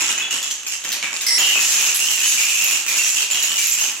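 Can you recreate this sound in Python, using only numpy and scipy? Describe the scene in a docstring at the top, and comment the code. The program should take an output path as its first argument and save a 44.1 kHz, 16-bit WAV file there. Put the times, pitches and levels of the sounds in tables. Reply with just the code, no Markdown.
"""A tall stack of small wooden planks collapses on a hard floor in a bare, ringing room.
First it leans: planks slip softly and loose ones tap, over a faint hum. At 1.27 s it gives way: a
lower-pitched piece chatters, the hum sinks, two dull thuds follow. Planks then rain down in batches,
each contact a dry crack, a dull knock and ringing bending modes; single hard landings stand out."""
import sys
import numpy as np
from scipy import signal
from scipy.fft import rfft, irfft, next_fast_len
from scipy.io import wavfile
from scipy.ndimage import uniform_filter1d, minimum_filter1d

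SR = 44100
rng = np.random.default_rng(int(sys.argv[2]) if len(sys.argv) > 2 else 0)


def log_audio(samples):
    """Write samples as a 16-bit WAV file to the path given in sys.argv[1]."""
    # one column per channel
    frames = np.atleast_2d(samples).T
    # limit to full scale, then quantise
    limited = np.clip(frames, -1, 1)
    pcm = np.round(limited * 32767).astype(np.int16)
    wavfile.write(sys.argv[1], SR, pcm)


N = 176400

# planks that slip or land together: start_s, end_s, first_mode_hz, level_db, hardness_db, weight_db
# hardness offsets cracks and higher modes; weight offsets knocks
BATCHES = [(0, 0.116, 2716, -23, 3.5, -7), (0.173, 0.275, 2760, -27.5, -8, -7),
           (0.304, 0.377, 2840, -27.5, 3.5, -6.5), (0.43, 0.522, 2970, -36.5, 11.5, -4),
           (0.666, 0.76, 2824, -30.5, 5, -15), (0.837, 0.93, 2900, -35, 4.5, -1.5),
           (0.898, 0.99, 2760, -35.5, 0.5, -1.5), (1.026, 1.085, 2440, -24, -5.5, -8),
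           (1.13, 1.28, 2710, -32, 4.5, -7.5), (1.381, 1.571, 2840, -12, -6, -20.5),
           (1.6, 1.77, 2760, -24.5, 9.5, -8), (1.774, 1.917, 2740, -19.5, 3.5, -13),
           (1.991, 2.26, 2806, -21, 1, -17.5), (2.232, 2.338, 2680, -20, 5.5, -15),
           (2.374, 2.606, 2644, -18.5, 0, -22.5), (2.609, 2.773, 2747, -19.5, 1.5, -15.5),
           (2.864, 3.008, 2540, -24, 3, -11), (2.963, 3.147, 2624, -29, 10, -11),
           (3.161, 3.233, 2800, -20, 0, -17.5), (3.302, 3.59, 2840, -22.5, -1.5, -15),
           (3.559, 3.74, 2726, -27, 8.5, -22), (3.774, 3.882, 2810, -23, 2, -13)]
# crack spectrum: freq_hz, gain_db
CRACK_SPECTRUM = [(100, -46), (900, -18), (1800, 5.5), (3600, 11.5), (7500, 10.5), (10900, 1.5),
                  (12800, 8.5), (13900, -0.5), (15500, 1)]
# knock spectrum: freq_hz, gain_db
KNOCK_SPECTRUM = [(60, -19), (120, 0.5), (280, 1), (500, -3.5), (1000, 3), (1700, 6), (3000, 8.5),
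                  (8000, -23)]
COLLAPSE_S, CRACK_T60_S = 1.267, .0073


def shower(count=4400, knock_t60_s=.027, slip_cutoff_hz=11200):
    """Hundreds of planks hit each other and the floor, each with its own pitch and force."""
    # plank modes, lowest bending mode first: pitch_hz, level_db, t60_s
    modes = [(2759, -4.5, 0.023), (5875, -9, 0.0047), (6670, -7.5, 0.033), (7444, -8, 0.0095),
             (11040, -17, 0.028)]
    start_s, _, batch_hz, level_db, hardness_db, weight_db = np.transpose(BATCHES)
    first_gain, hard_gain = batch_envelope(level_db), batch_envelope(level_db + hardness_db)
    knock_gain = batch_envelope(level_db + weight_db, trickle_db=-46.5, release_s=.048)
    times, force, plank = contacts(count)
    sharpness = amp(7.5 * scatter(count))
    place = places(count)
    knocks = coloured(burst(times, force, knock_t60_s, places(count, width=.7)), KNOCK_SPECTRUM)
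    cracks = coloured(burst(times, force * sharpness, CRACK_T60_S, place, size=200), CRACK_SPECTRUM)
    out = even(knocks) * amp(1.5) * knock_gain + even(cracks) * amp(-6) * hard_gain
    batch = np.maximum(np.searchsorted(start_s, times) - 1, 0)
    batch_pitch = batch_hz[batch] / modes[0][0]
    for k, (hz, db, t60_s) in enumerate(modes):
        detune = scatter(count)[plank]
        pitch = np.exp(.044 * detune) if k else batch_pitch * np.exp(.066 * detune)
        mode = ring(times, force * rng.choice([-1, 1], count), hz * pitch, t60_s, place)
        out += even(mode) * amp(db) * (hard_gain if k else first_gain)
    # before the collapse planks only slip: less top end
    slipping = filtered(out, lambda f: 1 / np.hypot(1, (f / slip_cutoff_hz) ** 4))
    return np.where(np.arange(N) / SR < COLLAPSE_S, slipping, out)


def contacts(count, strikes=7, rate_per_s=850, gap_s=.009, spread_db=6.5):
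    """Each plank strikes several times, 1 dB weaker each time: times, force, plank index."""
    plank, bounce = np.divmod(np.arange(count), strikes)
    settle_s = strikes * (plank + rng.random(count)[plank]) / rate_per_s
    times = settle_s + gap_s * (bounce + rng.random(count) - strikes)
    force = amp(spread_db * scatter(count)[plank] - bounce)
    return times, force * (times >= 0), plank


def batch_envelope(level_db, trickle_db=-38, release_s=.032, sag_db=3, trickle_db_per_s=1):
    """Each batch starts at once, thins and dies away, over a growing trickle of stray planks."""
    t = np.arange(N) / SR
    power = amp(trickle_db + trickle_db_per_s * t) ** 2
    for (start_s, end_s, *_), db in zip(BATCHES, level_db):
        span = slice(int(start_s * SR), None)
        progress = np.minimum((t[span] - start_s) / (end_s - start_s), 1)
        release = np.exp(-np.maximum(t[span] - end_s, 0) / release_s)
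        power[span] += (amp(db - sag_db * (progress - .5)) * release) ** 2
    return np.sqrt(power)


def landings(first_t60_s=.08, second_t60_s=.036):
    """Single planks crack down and ring in two modes as they bounce."""
    # hard landings: start_s, crack_db, first_hz, second_hz, first_db, second_db
    hits = [(0.179, -19.5, 2565, 6700, -23, -18.5), (0.2235, -28, 3395, 7100, -21, -40),
            (0.3089, -20.5, 2895, 6640, -21.5, -20), (0.428, -20, 3390, 6800, -22.5, -25),
            (0.511, -21, 3280, 6670, -31, -22), (0.841, -21, 3100, 7700, -33, -43),
            (0.8905, -20.5, 2350, 6240, -45, -22), (0.919, -6.5, 3100, 5700, -49, -39),
            (1.211, -12, 3000, 6440, -47, -24), (1.2659, -5.5, 2040, 5000, -20, -12),
            (1.3856, -3, 2750, 6790, -36, -8), (1.6047, -22, 3000, 7010, -35, -21),
            (1.9449, -5, 2500, 7680, -47, -16), (2.2385, -7, 2985, 6700, -15, -37),
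            (2.272, -16, 2780, 6530, -32, -9), (2.882, -7, 2413, 6600, -16, -19),
            (2.9846, -19, 2718, 7090, -15, -14), (3.038, -22, 2550, 5920, -26, -15.5),
            (3.0918, -14, 2400, 7220, -40, -15.5), (3.312, -12, 2730, 7150, -27, -11.5),
            (3.4262, -6, 2820, 6790, -30, -9.5), (3.5836, -14, 2335, 6180, -20.5, -18),
            (3.7213, -27, 3020, 7290, -56, -10), (3.8138, -22, 2760, 6340, -26, -13)]
    times, loss_db, rebound, (crack_db, first_hz, second_hz, first_db, second_db) = bounces(hits, 7)
    place = places(len(times), width=.47)
    detune = 1 + .0052 * rng.standard_normal((2, len(times))) * rebound
    crack = burst(times, amp(crack_db - 4.5 - 1.65 * loss_db), CRACK_T60_S, place)
    first = ring(times, amp(first_db + .5 - loss_db), first_hz * detune[0], first_t60_s, place)
    second = ring(times, amp(second_db + 3.5 - loss_db), second_hz * detune[1], second_t60_s, place)
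    return coloured(crack, CRACK_SPECTRUM) + first + second


def thuds(t60_s=.17, centre_hz=480):
    """Many planks land flat at once: full, dull thuds."""
    # stack hits the floor, foot first: start_s, level_db
    hits = [(1.385, -6), (1.557, -11.5)]
    times, db = np.transpose(hits)
    puffs = burst(times, amp(db), t60_s, places(len(times), width=0), size=6000)
    band_pass = lambda f: (f / centre_hz) / (1 + (f / centre_hz) ** 2)
    return filtered(puffs, lambda f: amp(along(KNOCK_SPECTRUM, f)) * band_pass(f))


def chatter(count=40, end_s=1.375, rate_per_s=220):
    """A lower-pitched piece rattles rapidly as the stack gives way."""
    # its modes: pitch_hz, level_db, t60_s
    modes = [(2062, -27.5, 0.038), (5200, -28, 0.0021), (5450, -19, 0.017), (7580, -25, 0.011),
             (9930, -27, 0.0065)]
    times = COLLAPSE_S + (np.arange(count) + rng.random(count)) / rate_per_s
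    force = amp(2 * rng.standard_normal(count)) * (times < end_s)
    place = places(count)
    duty = (end_s - COLLAPSE_S) * SR / N
    out = 0
    for hz, db, t60_s in modes:
        mode = ring(times, force, hz * (1 + .024 * rng.standard_normal(count)), t60_s, place)
        out += amp(db) * mode * np.sqrt(duty / np.mean(mode ** 2))
    return out


def corner_hits(t60_s=.018):
    """A plank landing on a corner skitters and rings one very high mode."""
    # corner landings: start_s, pitch_hz, level_db
    hits = [(0.672, 13000, -25), (1.946, 11000, -8), (2.268, 10900, -9), (2.642, 13000, -13),
            (3.672, 11700, -15)]
    times, loss_db, rebound, (hz, db) = bounces(hits, 6)
    pitch_hz = hz * np.exp(.06 * rng.standard_normal(len(times)) * rebound)
    return ring(times, amp(db - loss_db), pitch_hz, t60_s, places(len(times), width=.5))


def loose_planks(count=12, end_s=.5, t60_s=.084):
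    """The same few planks keep tapping as the stack starts to lean, so their notes stand out."""
    # their modes: pitch_hz, level_db
    modes = [(2625, -27), (2905, -24.5), (3790, -35), (6740, -31), (11080, -51)]
    times = end_s * (np.arange(count) + rng.random(count)) / count
    place = places(count, width=.99)
    return sum(ring(times, amp(db + 1.5 * rng.standard_normal(count)), np.full(count, hz), t60_s, place)
               for hz, db in modes)


def room(x, hop=6300, tail_s=.6):
    """Bare room: a diffuse tail, redrawn each hop to stay a smooth wash without fixed ringing tones."""
    # room decay: freq_hz, t60_s
    decay = [(100, 0.61), (500, 0.55), (2800, 0.46), (7000, 0.65), (15000, 0.071)]
    # left-right likeness, high in the bass: freq_hz, correlation
    likeness = [(500, 0.99), (1000, 0.6), (2000, 0.32), (12000, 0.25)]
    # spectrum sent into the room: freq_hz, gain_db
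    send_spectrum = [(200, -2.5), (2800, 1.5), (7000, 0), (14000, 2.5)]
    hz, t, _ = signal.stft(np.zeros(int(tail_s * SR)), SR, nperseg=256)
    t60_s = along(decay, hz)[:, None]
    angle = np.arccos(np.clip(along(likeness, hz), -1, 1)) / 2
    mid_side = np.array([np.cos(angle), np.sin(angle)])[:, :, None]
    shape = np.exp(-np.log(1000) * t / t60_s) / np.sqrt(t60_s) * mid_side
    send = np.pad(coloured(x, send_spectrum), hop)
    window = signal.get_window("hann", 2 * hop) ** .5
    out = np.zeros((2, N + 2 * SR))
    for start in range(0, N + 1, hop):
        noise = rng.standard_normal(shape.shape) + 1j * rng.standard_normal(shape.shape)
        mid, side = signal.istft(shape * noise, SR, nperseg=256)[1]
        tail = np.array([mid + side, mid - side]) / np.linalg.norm(mid + side)
        tail = np.pad(tail, ((0, 0), (130, 0)))  # 3 ms pre-delay
        echo = signal.fftconvolve((send[start:start + 2 * hop] * window)[None], tail, axes=1)
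        out[:, start:start + echo.shape[1]] += echo
    return out[:, hop:hop + N]


def hum(pitch_hz=49):
    """A faint low hum swells slightly, then sinks as the crash begins."""
    # hum envelope: time_s, level_db
    envelope = [(0, -70), (1.27, -65), (1.31, -92)]
    t = np.arange(N) / SR
    return np.sqrt(2) * np.sin(2 * np.pi * pitch_hz * t) * amp(np.interp(t, *np.transpose(envelope)))


def bounces(table, count, gap_s=.008, loss_db=3.3):
    """Each row strikes count times: times, total loss in dB, rebound flag, remaining columns."""
    start_s, *columns = np.repeat(table, count, axis=0).T
    bounce = np.tile(np.arange(count), len(table))
    rebound = bounce > 0
    times = start_s + gap_s * (bounce + rebound * rng.uniform(-.5, .5, len(start_s)))
    return times, loss_db * bounce, rebound, columns


def ring(times, gain, hz, t60_s, place, attack_s=.000069):
    """One mode, struck at each time: a dying sine."""
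    t = np.arange(int(np.clip(t60_s, .005, .1) * SR * 2 / 3), dtype=np.float32) / SR
    envelope = np.exp(-np.log(1000) * t / t60_s) * (1 - np.exp(-t / attack_s))
    waves = np.sin(2 * np.pi * hz.astype(np.float32)[:, None] * t) * envelope
    return spread(times, waves * gain[:, None], place)


def burst(times, gain, t60_s, place, size=600):
    """A dying puff of noise at each time."""
    fade = np.exp(-np.log(1000) * np.arange(size) / SR / t60_s)
    return spread(times, rng.standard_normal((len(times), size)) * fade * gain[:, None], place)


def places(count, width=1, pan_db=2, delay_s=.00012):
    """Random contact positions: left and right gain and delay."""
    side = width * rng.standard_normal(count) * np.array([[.5], [-.5]])
    return amp(pan_db * side), -delay_s * side


def spread(times, waves, place):
    """Sum one wave per contact into stereo."""
    out = []
    for gain, delay_s in zip(*place):
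        onset = np.maximum(np.round((times + delay_s) * SR), 0).astype(int)
        index = onset[:, None] + np.arange(waves.shape[1])
        out.append(np.bincount(index.ravel(), (waves * gain[:, None]).ravel(), N)[:N])
    return np.array(out)


def scatter(count):
    """Normal draws, clipped at 2 sigma."""
    return np.clip(rng.standard_normal(count), -2, 2)


def amp(db):
    """Decibels to gain."""
    return 10 ** (np.asarray(db) / 20)


def even(x, size=4400):
    """Scale to a running rms of 1, keeping single clicks."""
    power = uniform_filter1d(uniform_filter1d(np.mean(x ** 2, 0), size), size // 2)
    return x / np.sqrt(np.abs(power) + 1e-12)


def along(points, hz):
    """Interpolate (freq_hz, value) points on a log axis."""
    freq_hz, value = np.transpose(points)
    return np.interp(np.log(hz + 1), np.log(freq_hz + 1), value)


def filtered(x, response):
    """Zero-phase filter with gain response(freq_hz)."""
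    size = next_fast_len(N + SR // 2)
    return irfft(rfft(x, size) * response(np.fft.rfftfreq(size, 1 / SR)), size)[..., :N]


def coloured(x, spectrum):
    """Filter by (freq_hz, gain_db) points."""
    return filtered(x, lambda f: amp(along(spectrum, f)))


def scene(low_cut_hz=234):
    """Planks fall slightly to the right in the room; the deep bass is cut away."""
    # stereo balance: freq_hz, left_over_right_db
    balance = [(200, -0.5), (2500, -1.2), (7000, -3), (13000, -2.2)]
    bulk = shower()
    accents = landings() + corner_hits() + loose_planks() + thuds() + chatter()
    send = bulk[0] + amp(.5) * accents[0]
    wood = amp(.5) * (bulk + accents) + amp(-3) * room(send)
    low_cut = lambda f: (f / low_cut_hz) ** 2 / np.hypot(1, (f / low_cut_hz) ** 2)
    pan = lambda f: amp(along(balance, f) * np.array([[.5], [-.5]]))
    return filtered(wood, lambda f: low_cut(f) * pan(f)) + hum()


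def record(dry, limit_db=-6, window_s=.0014, top_hz=15850):
    """Fast peak limiter, then a brick-wall low-pass."""
    size = int(window_s * SR)
    needed = np.minimum(1, amp(limit_db) / (np.abs(dry).max(0) + 1e-9))
    gain = uniform_filter1d(minimum_filter1d(needed, size), size)
    return filtered(dry * gain, lambda f: f < top_hz)


dry = scene()
out = record(dry)
log_audio(out)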